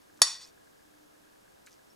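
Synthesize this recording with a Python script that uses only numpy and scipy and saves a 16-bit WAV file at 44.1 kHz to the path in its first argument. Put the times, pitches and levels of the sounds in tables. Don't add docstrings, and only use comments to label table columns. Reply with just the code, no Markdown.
import sys
import numpy as np
from scipy import signal
from scipy.fft import rfft, irfft
from scipy.io import wavfile
from scipy.ndimage import uniform_filter1d

SR = 44100
rng = np.random.default_rng(int(sys.argv[2]) if len(sys.argv) > 2 else 0)


def digitize_waveform(pressure):
    field = np.atleast_2d(pressure).T
    bounded = np.clip(field, -1, 1)
    quanta = np.round(bounded * 32767).astype(np.int16)
    wavfile.write(sys.argv[1], SR, quanta)


def boost(x):
    u = np.asarray(x, float) / 20
    return 10 ** u


N = 85995
STRIKE_S = .2179


def evened(x):
    return x / np.sqrt(np.mean(x ** 2) + 1e-20)


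def read(points, hz):
    f, value = np.transpose(points)
    return np.interp(np.log(hz + 1), np.log(f + 1), value)


def level(points):
    s, db = np.transpose(points)
    return boost(np.interp(np.arange(N) / SR, s, db))


def add(mix, s, sound):
    part = mix[..., round(s * SR):][..., :sound.shape[-1]]
    part += sound[..., :part.shape[-1]]


def noise(table, size):
    colour = boost(read(table, np.fft.rfftfreq(size, 1 / SR)))
    return evened(irfft(rfft(rng.standard_normal(size)) * colour, size))


def ring(hz, t60, rise=0.00025, size=22050):
    t = np.arange(size) / SR
    return (1 - np.exp(-t / rise)) * boost(-60 * t / t60) * np.sin(2 * np.pi * hz * t)


def muted(x):
    mute_s, mute_db_per_s = .44, 400
    return x * boost(-mute_db_per_s * np.maximum(np.arange(N) / SR - mute_s, 0))


# pitch_hz, level_db, fade_t60_s
PLATE = [(1075, -16, .22), (1190, -18, .09), (1700, -19, .15), (1927, -16, .33), (2509, -21, .3),
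         (3540, -12, .4), (4044, -16, .45), (4549, -2.5, .36), (5583, -2, .45), (6718, -7, .36),
         (6908, -11, .33), (7900, -11, .28), (9255, -13, .33), (10610, -15, .3)]
# pitch_hz, level_db, fade_t60_s
FORK = [(930, -21, .28), (2900, -27, .25), (3650, -15, .3), (4230, -16, .3), (4960, -16, .3),
        (5771, -15, .3), (6150, -22, .3), (8300, -18, .3), (8600, -19, .3), (9600, -21, .25),
        (12150, -20, .25), (13700, -25, .17)]


def body(damp):
    split, twin_db, twin_t60, tilt_db = .01, -4, .75, -1
    out = 0
    for hz, db, t60 in PLATE + FORK:
        mode = ring(hz, t60 * damp)
        for a, b in np.clip(rng.standard_normal((3, 2)), -2, 2):
            twin = ring(hz * (1 + split * a), t60 * damp * twin_t60)
            mode = mode + boost(twin_db) * np.sign(b) * twin
        out = out + boost(db + tilt_db * np.log2(hz / 5000)) * mode
    return out


# pitch_hz, level_db
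CRACK = [(400, -46), (1100, -6.5), (2600, -16.5), (5300, 1.5), (7300, -15.5), (9400, -4.5), (16000, -33)]


def strike():
    strike_db, blow_db, thud_db, ring_db = -4.5, -8, -16.5, -33
    crack_t60, blow_t60 = .018, .09
    t, crack, tone = np.arange(8192) / SR, np.zeros(N), np.zeros(N)
    snap = np.minimum(t / .0004, 1) * noise(CRACK, size=8192) * boost(-60 * t / crack_t60)
    add(crack, STRIKE_S, boost(strike_db) * snap)
    add(crack, STRIKE_S, -boost(thud_db) * ring(680, .009))
    blow = body(0.35)[:8192] * boost(-60 * t / blow_t60)
    add(tone, STRIKE_S, boost(strike_db + blow_db) * blow)
    add(tone, STRIKE_S, boost(ring_db) * body(0.92))
    return crack, muted(tone)


# start_s, level_db
BOUNCES = [
    (0.271, -31.5),
    (.322, -39),
    (.344, -45),
    (0.41, -61),
]
# pitch_hz, level_db, fade_t60_s
BOUNCE = [(933, -16, .12), (1114, -19, 0.12), (1914, -14, 0.24), (3470, -12.5, 0.21), (3700, -11, 0.144),
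          (4070, -10, 0.27), (4460, -8, .12), (4550, 3, .17), (4689, -9, 0.12), (4826, -12, .15),
          (5298, 0, 0.154), (5589, -7, .2), (5662, -14, 0.14), (6770, -15, .14)]


def bounces():
    shake = 0.55
    out = np.zeros(N)
    for s, db in BOUNCES:
        for hz, mode_db, t60 in BOUNCE:
            v = rng.standard_normal()
            add(out, s, boost(db + mode_db + 2 * v) * ring(hz * (1 + .002 * v), t60, .001))
    flutter = evened(uniform_filter1d(uniform_filter1d(rng.standard_normal(N), 150), 150))
    return muted(out * (1 - shake + shake * flutter))


# time_s, level_db
DRAG = [
    (.225, -58),
    (.262, -43),
    (0.271, -37.5),
    (.33, -43),
    (.39, -55.5),
    (.415, -51),
    (.445, -54.5),
    (.46, -63.5),
    (.49, -63),
]
# pitch_hz, level_db
GRIT = [(300, -35), (1000, 1), (2500, -6.5), (5400, 2), (9000, -2.5), (12000, -23), (15000, -35)]


def drag():
    slips_per_s, damp, grit_db = 1500, .17, -3.5
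    size = boost(3.5 * np.minimum(rng.exponential(1, N), 3))
    slips = size * (rng.random(N) < slips_per_s / SR) * rng.choice([-1, 1], N)
    push = level([(DRAG[0][0] - .004, -120)] + DRAG + [(DRAG[-1][0] + 0.029, -100)])
    tone = body(damp)
    grit = noise(GRIT, size=N) * evened(uniform_filter1d(abs(slips), 40) + .1)
    scrape = signal.oaconvolve(evened(slips) * push, tone / np.linalg.norm(tone))[:N]
    return scrape + boost(grit_db) * grit * push + squeak()


# time_s, pitch_hz, level_db
SQUEAK = [
    (.405, 4300, -75),
    (.425, 4700, -53),
    (.445, 5100, -49),
    (.46, 5500, -56),
    (.47, 5600, -78),
]


def squeak():
    s, hz, db = np.transpose(SQUEAK)
    t = np.arange(N) / SR
    rough = evened(uniform_filter1d(rng.standard_normal(N), 70))
    tone = np.sin(2 * np.pi * np.cumsum(np.interp(t, s, hz)) / SR)
    return boost(np.interp(t, s, db, -150, -150)) * rough * tone


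# start_s, peak_db, pitch_hz
SMACKS = [(.0178, -54, 5300), (.1438, -55, 7500), (.2, -53, 5500), (.4145, -48, 5000), (.4748, -49, 7000),
          (1.6636, -41, 6800), (1.667, -50, 8000), (1.6684, -49, 7800), (1.6697, -52, 8500),
          (1.6965, -54, 4200), (1.7082, -50, 6100), (1.7176, -48, 5800), (1.7225, -56, 7500),
          (1.7284, -45, 5800), (1.7302, -51, 6400), (1.7328, -53, 6000), (1.7348, -54, 6200)]
# pitch_ratio, signed_share, fade_t60_s
SMACK = [(1, 1, .0035), (1.2, -.5, .002), (1.5, .45, .002), (.8, -.55, .0025), (.58, .3, .002)]
# start_s, peak_db, pitch_hz
POPS = [
    (0.1914, -46, 1498),
    (1.672, -44.5, 2260),
]
# pitch_ratio, signed_share, fade_t60_s
POP = [(1, 1, .007), (.72, -.9, .009), (1.22, -.7, .006), (.58, .5, .008)]
# delay_s, level_db
POP_ECHO = [(0, 0), (.0013, -5), (.0024, -8), (.004, -7), (.0065, -13), (.0095, -14), (.0125, -14),
            (.0155, -16)]
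# start_s, length_s, level_db
SQUISH = [
    (.165, .035, -66),
    (.462, .03, -61),
    (1.664, .034, -61),
    (1.707, .018, -69),
    (1.729, .026, -64),
]


def food():
    out = np.zeros(N)
    for s, db, hz in SMACKS:
        for ratio, share, t60 in SMACK:
            add(out, s, boost(db + 1.5) * share * ring(hz * ratio, t60, .00012, size=600))
    for s, db, hz in POPS:
        for late, echo_db in POP_ECHO:
            for ratio, share, t60 in POP:
                detune = rng.uniform(1.0, 1.0)
                part = share * ring(hz * ratio * detune, t60, .0001, size=900)
                add(out, s + late, boost(db + echo_db) * part)
    squish_hz, width_hz = 6000, 8000
    fizz = noise([(squish_hz / 6, -12), (squish_hz / 3, -2), (squish_hz, 0), (squish_hz + width_hz, -16)], size=N)
    fizz = fizz * evened(uniform_filter1d(rng.exponential(1, N) ** 2.6, 40))
    for s, length, db in SQUISH:
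        u = np.arange(0, length * 2, 1 / SR) / length
        swell = boost(db - 12 * u ** 2) * np.minimum(u / 0.069, 1)
        add(out, s, swell * fizz[round(s * SR):][:len(u)])
    add(out, 1.9, boost(-58.5) * ring(5420, 0.1, 0.0012, size=4000))
    return out


# pitch_hz, width_hz, level_db
FAINT_BANDS = [(7300, 200, -25), (10050, 130, -18), (11300, 450, -22), (12900, 450, -25), (15200, 1000, -25)]


def thin_bands(x):
    hz = np.fft.rfftfreq(N, 1 / SR)
    dips_db = sum(db * np.exp(-((hz - f) / w) ** 4) for f, w, db in FAINT_BANDS)
    return irfft(rfft(x) * boost(dips_db), N) * (np.arange(N) > STRIKE_S * SR)


# pitch_hz, fade_t60_s
ROOM = [(300, .06), (800, .16), (2000, .3), (5500, .24), (10000, .22), (13000, .15)]


def room(x):
    taps = np.zeros((2, SR // 2))
    at = np.arange(160, SR // 2 - 20, 20)
    places = at + rng.integers(0, 20, (2, len(at)))
    np.put_along_axis(taps, places, rng.choice([-1., 1.], (2, len(at))), 1)
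    hz, t, z = signal.stft(taps, SR, nperseg=256)
    fade = boost(-60 * t / read(ROOM, hz)[:, None])
    tail = signal.istft(z * fade, SR, nperseg=256)[1]
    tail = np.array([tail[0] + .7 * tail[1], tail[0] - .7 * tail[1]])
    return signal.fftconvolve(x[None], tail / np.linalg.norm(tail[0]), axes=1)[:, :N]


# pitch_hz, phase_radians
TURN = [(100, 1.8), (250, 2.0), (600, 1.3), (1200, .8), (4000, .45), (12000, .3)]
# pitch_hz, level_db
LEAN = [(125, 1), (300, 0.5), (600, -7.5), (1200, 3.5), (2500, -3), (5000, 0.5), (9000, 2), (13000, -1.5)]


def ports(x):
    hz = np.fft.rfftfreq(N, 1 / SR)
    half = boost(read(LEAN, hz) / 2) * np.exp(.5j * read(TURN, hz))
    low_cut = signal.butter(3, 100, "high", fs=SR, output="sos")
    return irfft(rfft(signal.sosfilt(low_cut, x)) * np.array([half, 1 / half]), N)


# start_s, peak_db
TICKS = [(0.5183, -57.5), (0.5506, -61), (0.5764, -54.5), (0.6116, -59), (0.6718, -54.5), (0.698, -68),
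         (0.7319, -56.5), (0.7582, -60), (0.792, -58.5), (0.8175, -59), (0.852, -60), (0.9386, -59.5),
         (0.9715, -70), (1.091, -67), (1.1171, -59.5), (1.1511, -57), (1.237, -58), (1.2719, -59),
         (1.297, -61), (1.3329, -58), (1.3579, -58), (1.4584, -59.5), (1.478, -57.5), (1.5205, -66),
         (1.572, -63), (1.6711, -85), (1.7784, -75.5), (1.7913, -55.5), (1.8194, -60), (1.8805, -61),
         (0.0983, -54.5),
    (0.139, -58),
    (0.1577, -59),
    (0.1913, -57.5),
]
COGS_S = [.012, .0375, .057]
# time_s, level_db
HUM = [(0.0, -79.5), (0.172, -69), (0.228, -72), (0.26, -85.5), (0.76, -77.5), (0.808, -86.5),
       (0.846, -70.5), (1.052, -68), (1.124, -78.5), (1.178, -68.5), (1.542, -83), (1.95, -90)]


def camera():
    tick_hz, tick_t60, tick_db, cog_db, turn_s = 1645, .03, 0.5, -68, .06
    out = np.zeros(N)
    for (s, db), a in zip(TICKS, rng.standard_normal(40)):
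        add(out, s, boost(db + tick_db) * ring(tick_hz * (1 + 0.01 * a), tick_t60, 0.00055, size=3000))
    cogs = (np.arange(0, N / SR - turn_s, turn_s)[:, None] + COGS_S).ravel()
    for s in cogs:
        a, b = rng.standard_normal(2)
        knock = ring(tick_hz * (1 + .02 * b), tick_t60, 0.00054, size=3000)
        add(out, s + .001 * b, boost(cog_db + 3.8 * a) * knock)
    hum_hz, width_hz, rough = 301, 25, .3
    z = uniform_filter1d(rng.standard_normal((2, N)), round(SR / width_hz / 2), axis=1)
    waver = 1 - rough + rough * (evened(z[0]) + 1j * evened(z[1]))
    wave = waver * np.exp(2j * np.pi * hum_hz * np.arange(N) / SR)
    return out + evened(wave.real) * level(HUM)


# pitch_hz, level_db
AIR = [(20, -3), (216, 1.5), (1370, -3.5), (2320, -10), (6000, -9.5), (11600, -12.5), (15100, -17),
       (16200, -22.5)]
# pitch_hz, level_db
WIDE = [(12, -48), (20, -27), (81, -12), (347, 3.5), (780, -1.5), (5080, -21.5), (5850, -20), (6360, -30),
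        (16000, -55)]
# fully_thin_s, returning_s, full_again_s
THIN_S = (.23, .34, .42)


def background():
    mid = boost(-65) * noise(AIR, size=N) + camera()
    side = boost(-61) * noise(WIDE, size=N)
    thin = np.interp(np.arange(N) / SR, [THIN_S[0] - .005, *THIN_S], [0, 1, 1, 0])
    mid = mid + thin * (thin_bands(mid) - mid)
    return np.array([mid + side, mid - side])


def scene():
    crack, tone = strike()
    hit = crack + (tone + bounces())
    quiet = background()
    table = ports(hit + thin_bands(drag()) + food())
    echo = boost(-11.5) * thin_bands(room(hit))
    return table + echo + quiet


def roll_off(x):
    return signal.sosfilt(signal.butter(12, 15700, fs=SR, output="sos"), x)


def record(dry):
    mix = np.clip(dry, -1, 1)
    return roll_off(mix)


dry = scene()
out = record(dry)
digitize_waveform(out)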